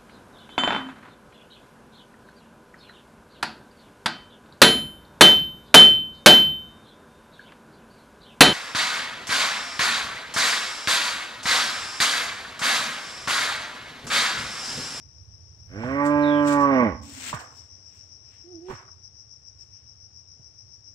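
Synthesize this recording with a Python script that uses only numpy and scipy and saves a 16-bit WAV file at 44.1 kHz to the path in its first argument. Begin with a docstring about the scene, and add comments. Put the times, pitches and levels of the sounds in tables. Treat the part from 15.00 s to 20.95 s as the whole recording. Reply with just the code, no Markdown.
"""First an insect throbs high on the left, then a cow moos once beside a forest path.
The moo climbs, holds clean, then sinks and turns rough: fold pulses ring a chain of throat resonances.
Dry leaves rustle on the left (shaped noise); one bird whistles down and another coos (gliding sines).
Wood knocks now and then with a dull thud (decaying modes and noise); the trees scatter the sound.
Under it all lie a low far rumble and a faint forest hush, both of shaped noise."""
import sys
import numpy as np
from scipy import signal
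from scipy.fft import rfft, irfft, next_fast_len
from scipy.io import wavfile
from scipy.ndimage import uniform_filter1d, map_coordinates

SR = 44100
rng = np.random.default_rng(int(sys.argv[2]) if len(sys.argv) > 2 else 0)


def pcm_store(signal):
    """Save signal as 16-bit PCM."""
    levels = np.round(np.clip(np.atleast_2d(signal), -1, 1) * 32767)
    wavfile.write(sys.argv[1], SR, levels.astype(np.int16).T)


N = 262247

MOO_START, MOO_END = .67, 1.955  # s

# level of the fundamental while the folds are taut: t/s, level/dB
FUNDAMENTAL_LEVEL = [(.85, -51.5), (.93, -41), (1.15, -36), (1.7, -37.5), (1.9, -42)]
# sends of the four registers to the close trunks: level/dB
COW_TRUNK_SENDS = [-28, -15.5, -14, -7]
# sends of the four registers to the wider trees: level/dB
COW_TREE_SENDS = [-25.5, -15.5, -18, -18]
# stereo place of the cow: f/Hz, level left over right/dB
COW_PAN = [(700, -5), (1000, -4), (1200, -15.5), (1650, -10), (2300, -5.5), (4400, 5.5), (8000, 31)]


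def cow(echo_db=-41, echo_hz=290, echo_width_hz=90, echo_flicker_db=4.5, echo_delay_s=.42):
    """The moo: four evened-out registers follow the effort, then reach the path through the trees."""
    phase = fold_phase()
    voice = bellow(phase)

    def register_bands(hz):
        below = [1 / (1 + (hz / edge) ** 40) for edge in (750, 950, 1270)]
        return np.diff(below, axis=0, prepend=0, append=1)

    registers = filtered(voice, register_bands)
    power = uniform_filter1d(registers ** 2, size=SR // 30, axis=1)
    strength = np.sqrt(np.abs(power) + 1e-12)
    registers = registers / strength * effort()
    sounding = during(MOO_START, MOO_END)
    fundamental = np.sqrt(2) * amp(curves(FUNDAMENTAL_LEVEL)[0]) * sounding * np.sin(phase)
    moo = registers.sum(axis=0) + fundamental + flaps(phase)

    # many near paths delay each upper frequency by its own milliseconds; the low pulses stay sharp
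    paths = [(600, 0)] + [(hz, rng.uniform(-.002, .002)) for hz in np.arange(800, 10000, 200)]
    lead = np.array([[.0001], [-.0001]])  # s, left first

    def path_delays(hz):
        # a delay per frequency is the slope of the phase, so it is summed over frequency
        turns = np.cumsum(along(paths, hz) - lead, axis=1) * hz[1]
        return np.exp(-2j * np.pi * turns)

    def echo_band(hz):
        return np.exp(-2j * np.pi * hz * echo_delay_s - ((hz - echo_hz) / echo_width_hz) ** 2)

    direct = filtered(moo, path_delays)
    # a faint echo of the low hum comes back from far off, broken up and blurred by the trees
    echo = trees(filtered(moo, echo_band)) * amp(echo_db + echo_flicker_db * wobble(45))
    scatter = near_trunks(amp(COW_TRUNK_SENDS) @ registers) + trees(amp(COW_TREE_SENDS) @ registers)
    return placed(direct + scatter + echo, COW_PAN)


# chest, low mouth, high mouth and edge registers: held level/dB, attack t/s, attack curvature,
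# swell level/dB, last push level/dB, release/dB per s
REGISTERS = [(-20.5, 0.41, 1.7, 2, 2.5, 222), (-32.5, .38, 1.6, -1.5, 1, 152),
             (-28, 0.38, 1.7, -2.5, 0.5, 178), (-34, 0.33, 1.27, 3, 4.5, 215)]
# ride on the low mouth register: t/s, level/dB
LOW_MOUTH_RIDE = [(.93, -12), (1.03, 3.5), (1.09, -7.5), (1.15, 3), (1.42, 0), (1.48, -6), (1.58, 4.5),
                  (1.68, -4), (1.76, 0), (1.87, -4.5)]
# ride on the high mouth register, around 1.1 kHz: t/s, level/dB
HIGH_MOUTH_RIDE = [(.87, -8), (.915, 0.5), (.94, -6.5), (1.01, 6), (1.06, -4), (1.11, 1), (1.27, -2),
                   (1.41, 2), (1.49, -3.5), (1.57, 5.5), (1.65, 10), (1.76, -5), (1.805, 6.5), (1.85, -2.5)]


def effort(release_at_s=1.856):
    """The gain of each register: attack, a hold that swells, a last push of air, release."""
    t = clock()
    swell, push = bump(1.31, .14), bump(1.793, .048)
    released = np.maximum(t - release_at_s, 0)
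    gains = []
    for held_db, attack_s, curvature, swell_db, push_db, release in REGISTERS:
        attack = np.clip((t - MOO_START) / attack_s, 0, 1) ** curvature
        gains.append(attack * amp(held_db + swell_db * swell + push_db * push - release * released))
    chest, low, high, edge = gains
    low = low * amp(curves(LOW_MOUTH_RIDE)[0])
    high = high * amp(curves(HIGH_MOUTH_RIDE)[0])
    return np.array([chest, low, high, edge]) * during(MOO_START, MOO_END, edge_s=.025)


# the folds tighten, hold and slacken ever faster as the air runs out: t/s, f/Hz
FOLD_PITCH = [(0.68, 78), (0.82, 115.7), (0.904, 134), (.95, 139.8), (0.998, 143), (1.1, 146.4),
              (1.4, 146.3), (1.604, 142.6), (1.702, 137.8), (1.75, 131.9), (1.8, 124.3), (1.848, 114),
              (1.95, 67.9)]
# hoarseness of the folds: t/s, roughness 0-1
ROUGHNESS = [(.75, .6), (.85, .9), (.93, 0.27), (1.04, 0.09), (1.5, .075), (1.68, .16), (1.76, 0.45),
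             (1.88, 0.94)]


def fold_phase(jitter=.0077):
    """The phase of the vocal folds' cycle; hoarse folds waver a little in pitch."""
    pitch, rough = curves(FOLD_PITCH)[0], curves(ROUGHNESS)[0]
    return 2 * np.pi * np.cumsum(pitch * (1 + jitter * rough * wobble(90))) / SR


# tone of the breath puffs inside the throat: f/Hz, level/dB
PUFF_TONE = [(50, -36), (400, -15), (800, 5), (1500, 6)]
# tone of the puffs rasping past the mouth: f/Hz, level before the rasp trim/dB
RASP_TONE = [(700, -26), (1250, -1.5), (1400, 3), (1490, 11.5), (1600, 3), (1900, 7.5), (2450, 0.5),
             (3200, -13), (4000, -28), (9000, -50.5)]
# moments when the bright band opens up: t/s, half width t/s, added gain (linear)
GAPES = [(1.0, .05, 2), (1.79, .08, 1.5)]


def bellow(phase, scatter_s=.00015, shimmer_db=2.3, breath=.67, rasp_db=-14, puff_depth=.63,
           bright_hz=2070, bright_width_hz=230):
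    """One pulse per cycle rings the throat; hoarse pulses come unevenly and with a puff of breath."""
    rough = curves(ROUGHNESS)[0]
    # uneven timing blurs mostly the upper harmonics
    closing = phase + 2 * np.pi * curves(FOLD_PITCH)[0] * scatter_s * rough * wobble(160)
    pulses = unit(sum(np.cos(k * closing) for k in np.arange(2, 64)))
    puffs = rough * unit(rng.standard_normal(N) * (1 + puff_depth * np.cos(phase)) ** 2)

    def puff_colour(hz):
        in_throat = breath * amp(along(PUFF_TONE, hz)) * throat(hz)
        past_mouth = amp(rasp_db + along(RASP_TONE, hz))
        return in_throat + past_mouth

    def bright_band(hz):
        return np.exp(-((hz - bright_hz) / bright_width_hz) ** 2)

    hoarse = filtered(puffs, puff_colour)
    voiced = filtered(pulses * amp(shimmer_db * rough * wobble(120)), throat)
    gape = sum(gain * bump(s, width) for s, width, gain in GAPES)
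    return voiced + gape * filtered(voiced + hoarse, bright_band) + hoarse


# resonances of the long throat and muzzle: f/Hz, width f/Hz, level/dB
THROAT_MODES = [(225, 80.6, 7.5), (510, 101.5, 1.5), (612, 65, 3.5), (884, 54.5, -3), (950, 54, -5.5),
                (1125, 57.2, 4.5), (1600, 71, -13.5), (1862, 100, -20), (2321, 110, -24.5),
                (4870, 134, -22.5), (7650, 180, -17.5)]
# dips cut by the nose: f/Hz, width f/Hz, depth 0-1
NASAL_DIPS = [(372.3, 44, 0.68), (437.3, 26, 0.83), (725, 50, 0.91), (1757, 30, .65)]
# overall slope of the voice: f/Hz, level/dB
VOICE_TILT = [(2400, -3.5), (2900, -12.5), (4500, -32), (10000, -40)]


def throat(hz):
    """Gain and phase of the airway: summed resonances of alternating sign, with nasal dips."""
    modes = 0
    for k, (centre, width, db) in enumerate(THROAT_MODES):
        damping = 1j * hz * width
        modes = modes + (-1) ** k * amp(db) * damping / (centre ** 2 - hz ** 2 + damping)
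    dips = [1 - depth * np.exp(-((hz - centre) / width) ** 2) for centre, width, depth in NASAL_DIPS]
    return modes * np.prod(dips, axis=0) * amp(along(VOICE_TILT, hz))


# bouts of slack folds: t/s, half width t/s, level/dB
FLAP_BOUTS = [(0.784, .033, -34), (.865, 0.015, -38), (1.885, .035, -31)]


def flaps(phase, blunt_hz=250):
    """Slack folds slap shut with one blunt thump a cycle, too damped to ring the throat."""
    pulses = sum(np.cos(k * phase) for k in np.arange(1, 9))
    thumps = unit(filtered(pulses, lambda hz: 1 / (1 + 1j * hz / blunt_hz) ** 2))
    bouts = sum(amp(db) * bump(s, width) for s, width, db in FLAP_BOUTS)
    return thumps * bouts * during(MOO_START, MOO_END)


def near_trunks(x, t60=.24):
    """Close trunks throw back a short, dense cluster of echoes, unrelated left and right."""
    t = np.arange(SR // 3) / SR
    tail = rng.standard_normal((2, len(t))) * amp(-60 * t / t60) * (1 - np.exp(-t / .01))
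    return signal.fftconvolve(x[None], tail / np.linalg.norm(tail[0]), axes=1)[:, :N]


# blows on wood that chatter as they settle: t/s, pitch ratio, knock level/dB, scrape level/dB,
# clatter level/dB, thud level/dB, thud delay t/s, bounce gap t/s, loss a bounce/dB
KNOCKS = [(.835, 0.91, -27.5, -38, -41, -27.5, 0.007, .012, 8.5),
          (2.329, 1.06, -21.5, -27.5, -43, -25, 0.0095, 0.016, 12),
          (3.685, .96, -30.5, -35, -34, -33, .045, 0.013, 3),
          (5.392, 1, -74, -78, -56, -45, 0.0032, 0.014, 17)]
# ringing modes of the wood: f before the pitch ratio/Hz, mean level/dB, t60 t/s
WOOD_MODES = [(377, -7, 0.026), (577, -12.5, 0.061), (946, 5, 0.022), (1051.5, -11, 0.071)]
# rough scrape at each contact: f/Hz, level/dB
SCRAPE_TONE = [(50, -27.5), (200, -12.5), (700, -4.5), (1200, 5.5), (2200, -3), (6000, -44)]
# dull rattle of the wood: f/Hz, level/dB
CLATTER_TONE = [(100, -0.5), (210, 2.5), (320, -5.5), (580, 0), (900, -9), (2000, -42.5)]


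def knocks(thud_hz=70, thud_drop_hz=95, thud_drop_s=.02, thud_t60=.12, scrape_t60=.082,
           wet_db=-4, uneven_db=2.5, contacts=4):
    """Each blow bounces; every contact rings, scrapes and rattles the wood; the ground thuds once."""
    t = np.arange(SR // 2) / SR
    attack = 1 - np.exp(-t / .0012)
    thud_pitch = thud_hz + thud_drop_hz * np.exp(-t / thud_drop_s)
    thud = amp(-60 * t / thud_t60) * np.sin(2 * np.pi * np.cumsum(thud_pitch) / SR) * attack
    rub = amp(-60 * t / scrape_t60) * (1 - np.exp(-t / .0056))

    def span(s):
        first = round(s * SR)
        return slice(first, first + len(t))

    def ring(pitch):
        # every contact excites the modes a little differently
        return sum(amp(db + rng.normal(0, 3.6) - 60 * t / t60) * np.sin(2 * np.pi * pitch * hz * t)
                   for hz, db, t60 in WOOD_MODES)

    wood, scrape, clatter = np.zeros((3, N))
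    for s, pitch, knock_db, scrape_db, clatter_db, thud_db, thud_delay, bounce, loss_db in KNOCKS:
        wood[span(s + thud_delay)] += amp(thud_db) * thud
        for k in range(contacts):
            contact, force = span(s + k * bounce), amp(-k * loss_db)
            wood[contact] += force * amp(knock_db) * ring(pitch) * attack
            scrape[contact] += force * amp(scrape_db) * rub
            clatter[contact] += force * amp(clatter_db) * rub
    scrape = scrape * rush(SCRAPE_TONE, grain_db=6)
    answer = amp(wet_db + uneven_db * wobble(150)) * trees(scrape)
    return from_path(wood + scrape + clatter * rush(CLATTER_TONE) + answer)


# tone of the crackling leaf edges: f/Hz, level/dB
CRISP_TONE = [(2000, -14), (6500, -7.5), (7700, -1), (8600, -8), (10800, -33), (12500, -21.5),
              (15500, -20.5)]
# tone of whole leaves bending: f/Hz, level/dB
LEAF_BODY_TONE = [(300, -24.5), (900, -15), (2700, -5), (6000, -22), (9000, -44)]
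# stereo place of the leaves: f/Hz, level left over right/dB
LEAF_PAN = [(1200, -9), (2000, -4), (3000, 5.5), (8000, 26), (13000, 0.5)]


def leaves(crisp_trim_db=-3, body_trim_db=-3, wet_db=-12):
    """Dry leaves crackle at their edges; whole leaves bend and sound lower."""
    crisp, body = leaf_strokes()
    edges = amp(crisp_trim_db) * crisp * rush(CRISP_TONE, grain_db=2.5)
    bending = amp(body_trim_db) * body * rush(LEAF_BODY_TONE, grain_db=2.5)
    rustle = edges + bending
    return placed(rustle + amp(wet_db) * trees(rustle), LEAF_PAN)


# all stroke levels are before the crisp and body trims
# brushes against dry leaves: t/s, crisp level/dB, body level/dB, fall t/s
BRUSHES = [(.84, -57, -51.5, 0.31), (1.059, -39.5, -72, .06), (1.481, -32, -37.5, .09),
           (1.525, -33, -43, .05), (1.61, -42.5, -75, .045), (2.347, -35, -45, 0.028),
           (2.401, -43.5, -51, 0.079), (3.672, -75, -58.5, 0.091), (3.708, -52, -48.5, 0.13),
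           (4.61, -63, -70, .13), (4.76, -81, -68, .2)]
# a long sweep through the leaves: start t/s, peak t/s, fall t/s
SWEEP = (2.03, 2.295, .06)
# peak of the sweep, crisp and body: level/dB
SWEEP_PEAKS = [-32, -34]
# growth of the sweep, crisp and body: rise/dB per s
SWEEP_GROWTH = [68, 103]
# first soft step in the leaf litter, crisp and body: level/dB
STEP_LEVELS = [-54.5, -65]
# loss at each next step, crisp and body (negative grows): level/dB
STEP_LOSSES = [5.5, -2.5]


def leaf_strokes(rise_share=.36, step_at_s=2.575, step_gap_s=.383, step_s=.15, steps=3):
    """Crisp and body gains of the brushes, the long sweep and the soft steps, summed as power."""
    strokes = []
    for s, crisp_db, body_db, fall in BRUSHES:
        strokes.append(np.outer(amp([crisp_db, body_db]), stroke(s, rise_share * fall, fall)))
    start, peak, fall = SWEEP
    strokes.append([amp(db) * stroke(peak, 20 / growth, fall) * during(start, N / SR)
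                    for db, growth in zip(SWEEP_PEAKS, SWEEP_GROWTH)])
    for k in range(steps):
        step = stroke(step_at_s + k * step_gap_s, step_s, step_s)
        strokes.append(np.outer(amp(STEP_LEVELS) / amp(STEP_LOSSES) ** k, step))
    return np.sqrt(sum(np.square(gains) for gains in strokes))


# a soft coo: t/s, f/Hz, level/dB
COO = [(3.45, 334.8, -51.5), (3.512, 371, -47.5), (3.548, 336.8, -41.5), (3.595, 320.4, -42.5),
       (3.635, 352.6, -45.5), (3.712, 387, -35.5), (3.725, 360, -46)]


def coo(overtone_db=-18, ring_hz=725, ring_width_hz=50, haze_db=-26, wet_db=-22):
    """A soft, husky note; its overtone sounds out when it meets the bird's throat resonance."""
    hz, db = curves(COO)
    phase = 2 * np.pi * np.cumsum(hz * (1 + .0028 * wobble(65))) / SR
    resonance = 1 / np.hypot(1, (2 * hz - ring_hz) / ring_width_hz) ** 2
    overtone = amp(overtone_db) * resonance * np.sin(2 * phase)
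    haze = amp(haze_db) * (wobble(260) * np.sin(phase) + .5 * wobble(260) * np.sin(2 * phase))
    envelope = np.sqrt(2) * amp(db) * during(COO[0][0], COO[-1][0])
    note = envelope * (np.sin(phase) + overtone + haze)
    return from_path(note + amp(wet_db) * trees(note))


def whistle(start_s=1.205, length_s=.19, first_hz=4120, fall_octaves_per_s=2.5,
            level_db=-45.5, fade_db_per_s=22, attack_s=.035, wet_db=-3):
    """A hoarse bird note, left of centre, that falls and fades evenly, smeared by the foliage."""
    t = np.maximum(clock() - start_s, 0)
    hz = first_hz * 2 ** (-fall_octaves_per_s * t)
    phase = 2 * np.pi * np.cumsum(hz * (1 + .04 * wobble(700))) / SR
    attack = np.minimum(t / attack_s, 1) ** 2
    envelope = attack * amp(level_db - fade_db_per_s * t) * during(start_s, start_s + length_s)
    note = np.sqrt(2) * envelope * np.sin(phase)
    return (note + amp(wet_db) * trees(note)) * amp([[2.5], [-2.5]])


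# the other insects: t/s, level/dB
CHORUS_LEVEL = [(1.2, -52), (2.5, -49), (3.9, -52)]
# narrow shrill band: f/Hz, level/dB
SHRILL_TONE = [(3500, -68.5), (4650, -25.5), (5250, 3), (5850, 1), (6300, -21), (9500, -84.5)]
# throbbing by the nearest insect: first throb t/s, length t/s, throbs a second, level before the trim/dB
THROB_BOUTS = [(0.037, .76, 6.6, -43.5), (1.484, .35, 6.8, -35), (2.604, 1.02, 7.42, -36.5),
               (3.774, 2.2, 7.12, -35.5)]


def insects(throb_trim_db=-9.5, right_cut_db=14, uneven_db=1, throb_half_width_s=.018):
    """A narrow shrill, over which one insect throbs in bouts, about seven times a second."""
    power = amp(curves(CHORUS_LEVEL)[0]) ** 2
    for start, length, rate, db in THROB_BOUTS:
        times = start + np.arange(0, length, 1 / rate)
        throbs = sum(bump(s, throb_half_width_s) for s in times)
        power = power + amp(db + throb_trim_db + uneven_db * wobble(2.7)) ** 2 * throbs
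    flicker = amp(wobble(100))  # about 1 dB
    return np.sqrt(power) * rush(SHRILL_TONE) * flicker * amp([[0], [-right_cut_db]])


# far rumble: t/s, level/dB
RUMBLE_LEVEL = [(.5, -52.5), (.8, -43), (1.3, -47.5), (1.95, -45.5), (2.5, -58.5)]
# tone of the rumble: f/Hz, level/dB
RUMBLE_TONE = [(30, -39.5), (65, 1.5), (92, 7.5), (125, -0.5), (400, -52)]
# tone of the forest hush: f/Hz, level/dB
AIR_TONE = [(40, -38.5), (150, -6.5), (600, -13), (2500, -21.5), (8000, -26.5), (9500, -33), (11000, -59.5)]


def background(air_db=-66):
    """An uneven far rumble under the faint hush of the forest, both shaped noise."""
    rumble = amp(curves(RUMBLE_LEVEL)[0] + 1.4 * wobble(23)) * rush(RUMBLE_TONE)
    hush = amp(air_db + 1.32 * wobble(.82)) * rush(AIR_TONE)
    return from_path(rumble + hush)


# decay among the trees: f/Hz, t60 t/s
TREE_DECAY = [(200, 0.69), (1200, 0.53), (3000, 0.32), (9000, 0.078)]


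def trees(x):
    """Trunks and leaves scatter a sound into a tail whose treble dies first."""
    hz, t, grid = signal.stft(rng.standard_normal((2, SR)), SR, nperseg=256)
    decay = amp(-60 * t / along(TREE_DECAY, hz)[:, None]) * (1 - np.exp(-t / .0055))
    tail = signal.istft(grid * decay, SR, nperseg=256)[1]
    return diffuse(signal.fftconvolve(np.atleast_2d(x), tail / np.linalg.norm(tail[0]), axes=1)[:, :N])


# stereo place of sounds from the path: f/Hz, level left over right/dB
PATH_PAN = [(1500, -6), (3000, -1), (8000, 3)]


def from_path(x, left_lead_s=.0002):
    """A sound from the path ahead, a little earlier on the left."""
    sides = np.array([[1], [-1]])
    return filtered(placed(x, PATH_PAN), lambda hz: np.exp(1j * np.pi * hz * left_lead_s * sides))


# likeness of left and right in a sound from all round: f/Hz, likeness 0-1
LIKENESS = [(100, 0.96), (500, 0.78), (1400, 0.042), (3000, 0.051)]


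def diffuse(pair):
    """Two unrelated signals become a sound from all round: alike in the bass, unrelated in the treble."""
    def mid_side(hz):
        turn = np.arccos(np.clip(along(LIKENESS, hz), -1, 1)) / 2
        return np.array([np.cos(turn), np.sin(turn)])
    mid, side = filtered(pair, mid_side)
    return np.array([mid + side, mid - side])


def rush(spectrum, grain_db=0):
    """Stereo noise of rms 1; grain_db breaks it into crackles about a millisecond long."""
    noise = rng.standard_normal((2, N)) * amp(grain_db * wobble(900))
    return unit(filtered(diffuse(noise), lambda hz: amp(along(spectrum, hz))))


def placed(x, pan):
    """Share each frequency between left and right, keeping its power."""
    def sides(hz):
        gains = amp(along(pan, hz) * np.array([[.5], [-.5]]))
        return gains / np.sqrt(np.mean(gains ** 2, axis=0))
    return filtered(x, sides)


def filtered(x, response):
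    """x times a complex response of frequency."""
    size = next_fast_len(N + SR // 2)
    return irfft(rfft(x, size) * response(np.fft.rfftfreq(size, 1 / SR)), size)[..., :N]


def stroke(s, rise, fall):
    """A swell that grows 20 dB over its rise, peaks at s and loses 20 dB over its fall."""
    t = clock() - s
    return amp(-20 * np.minimum(np.maximum(-t / rise, t / fall), 10))


def bump(s, width):
    """A bell-shaped swell of height 1 around time s."""
    return np.exp(-.5 * ((clock() - s) / width) ** 2)


def during(start, end, edge_s=.014):
    """A gate that is open from start to end, with soft edges outside."""
    return np.clip(np.minimum(clock() - start, end - clock()) / edge_s + 1, 0, 1)


def wobble(rate):
    """A smooth random curve, rate knots a second."""
    knots = rng.standard_normal(int(N * rate / SR) + 4)
    return map_coordinates(knots, [np.arange(N) * rate / SR])


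def curves(rows):
    """One value per sample for each column after the time."""
    s, *columns = np.transpose(rows)
    return [np.interp(clock(), s, column) for column in columns]


def along(points, hz):
    """(f/Hz, value) points read on a log frequency axis."""
    f, value = np.transpose(points)
    return np.interp(np.log(hz + 1), np.log(f + 1), value)


def clock():
    """The time of every sample in seconds."""
    return np.arange(N) / SR


def unit(x):
    """Scale to rms 1."""
    return x / np.sqrt(np.mean(x ** 2) + 1e-20)


def amp(db):
    """Decibels to gain."""
    return 10 ** (np.asarray(db) / 20)


def scene():
    """Everything heard from the path."""
    return cow() + knocks() + leaves() + coo() + whistle() + insects() + background()


def record(dry, top_hz=15750):
    """Nothing is kept above the band limit."""
    return filtered(dry, lambda hz: hz < top_hz)


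dry = scene()
out = record(dry)
pcm_store(out)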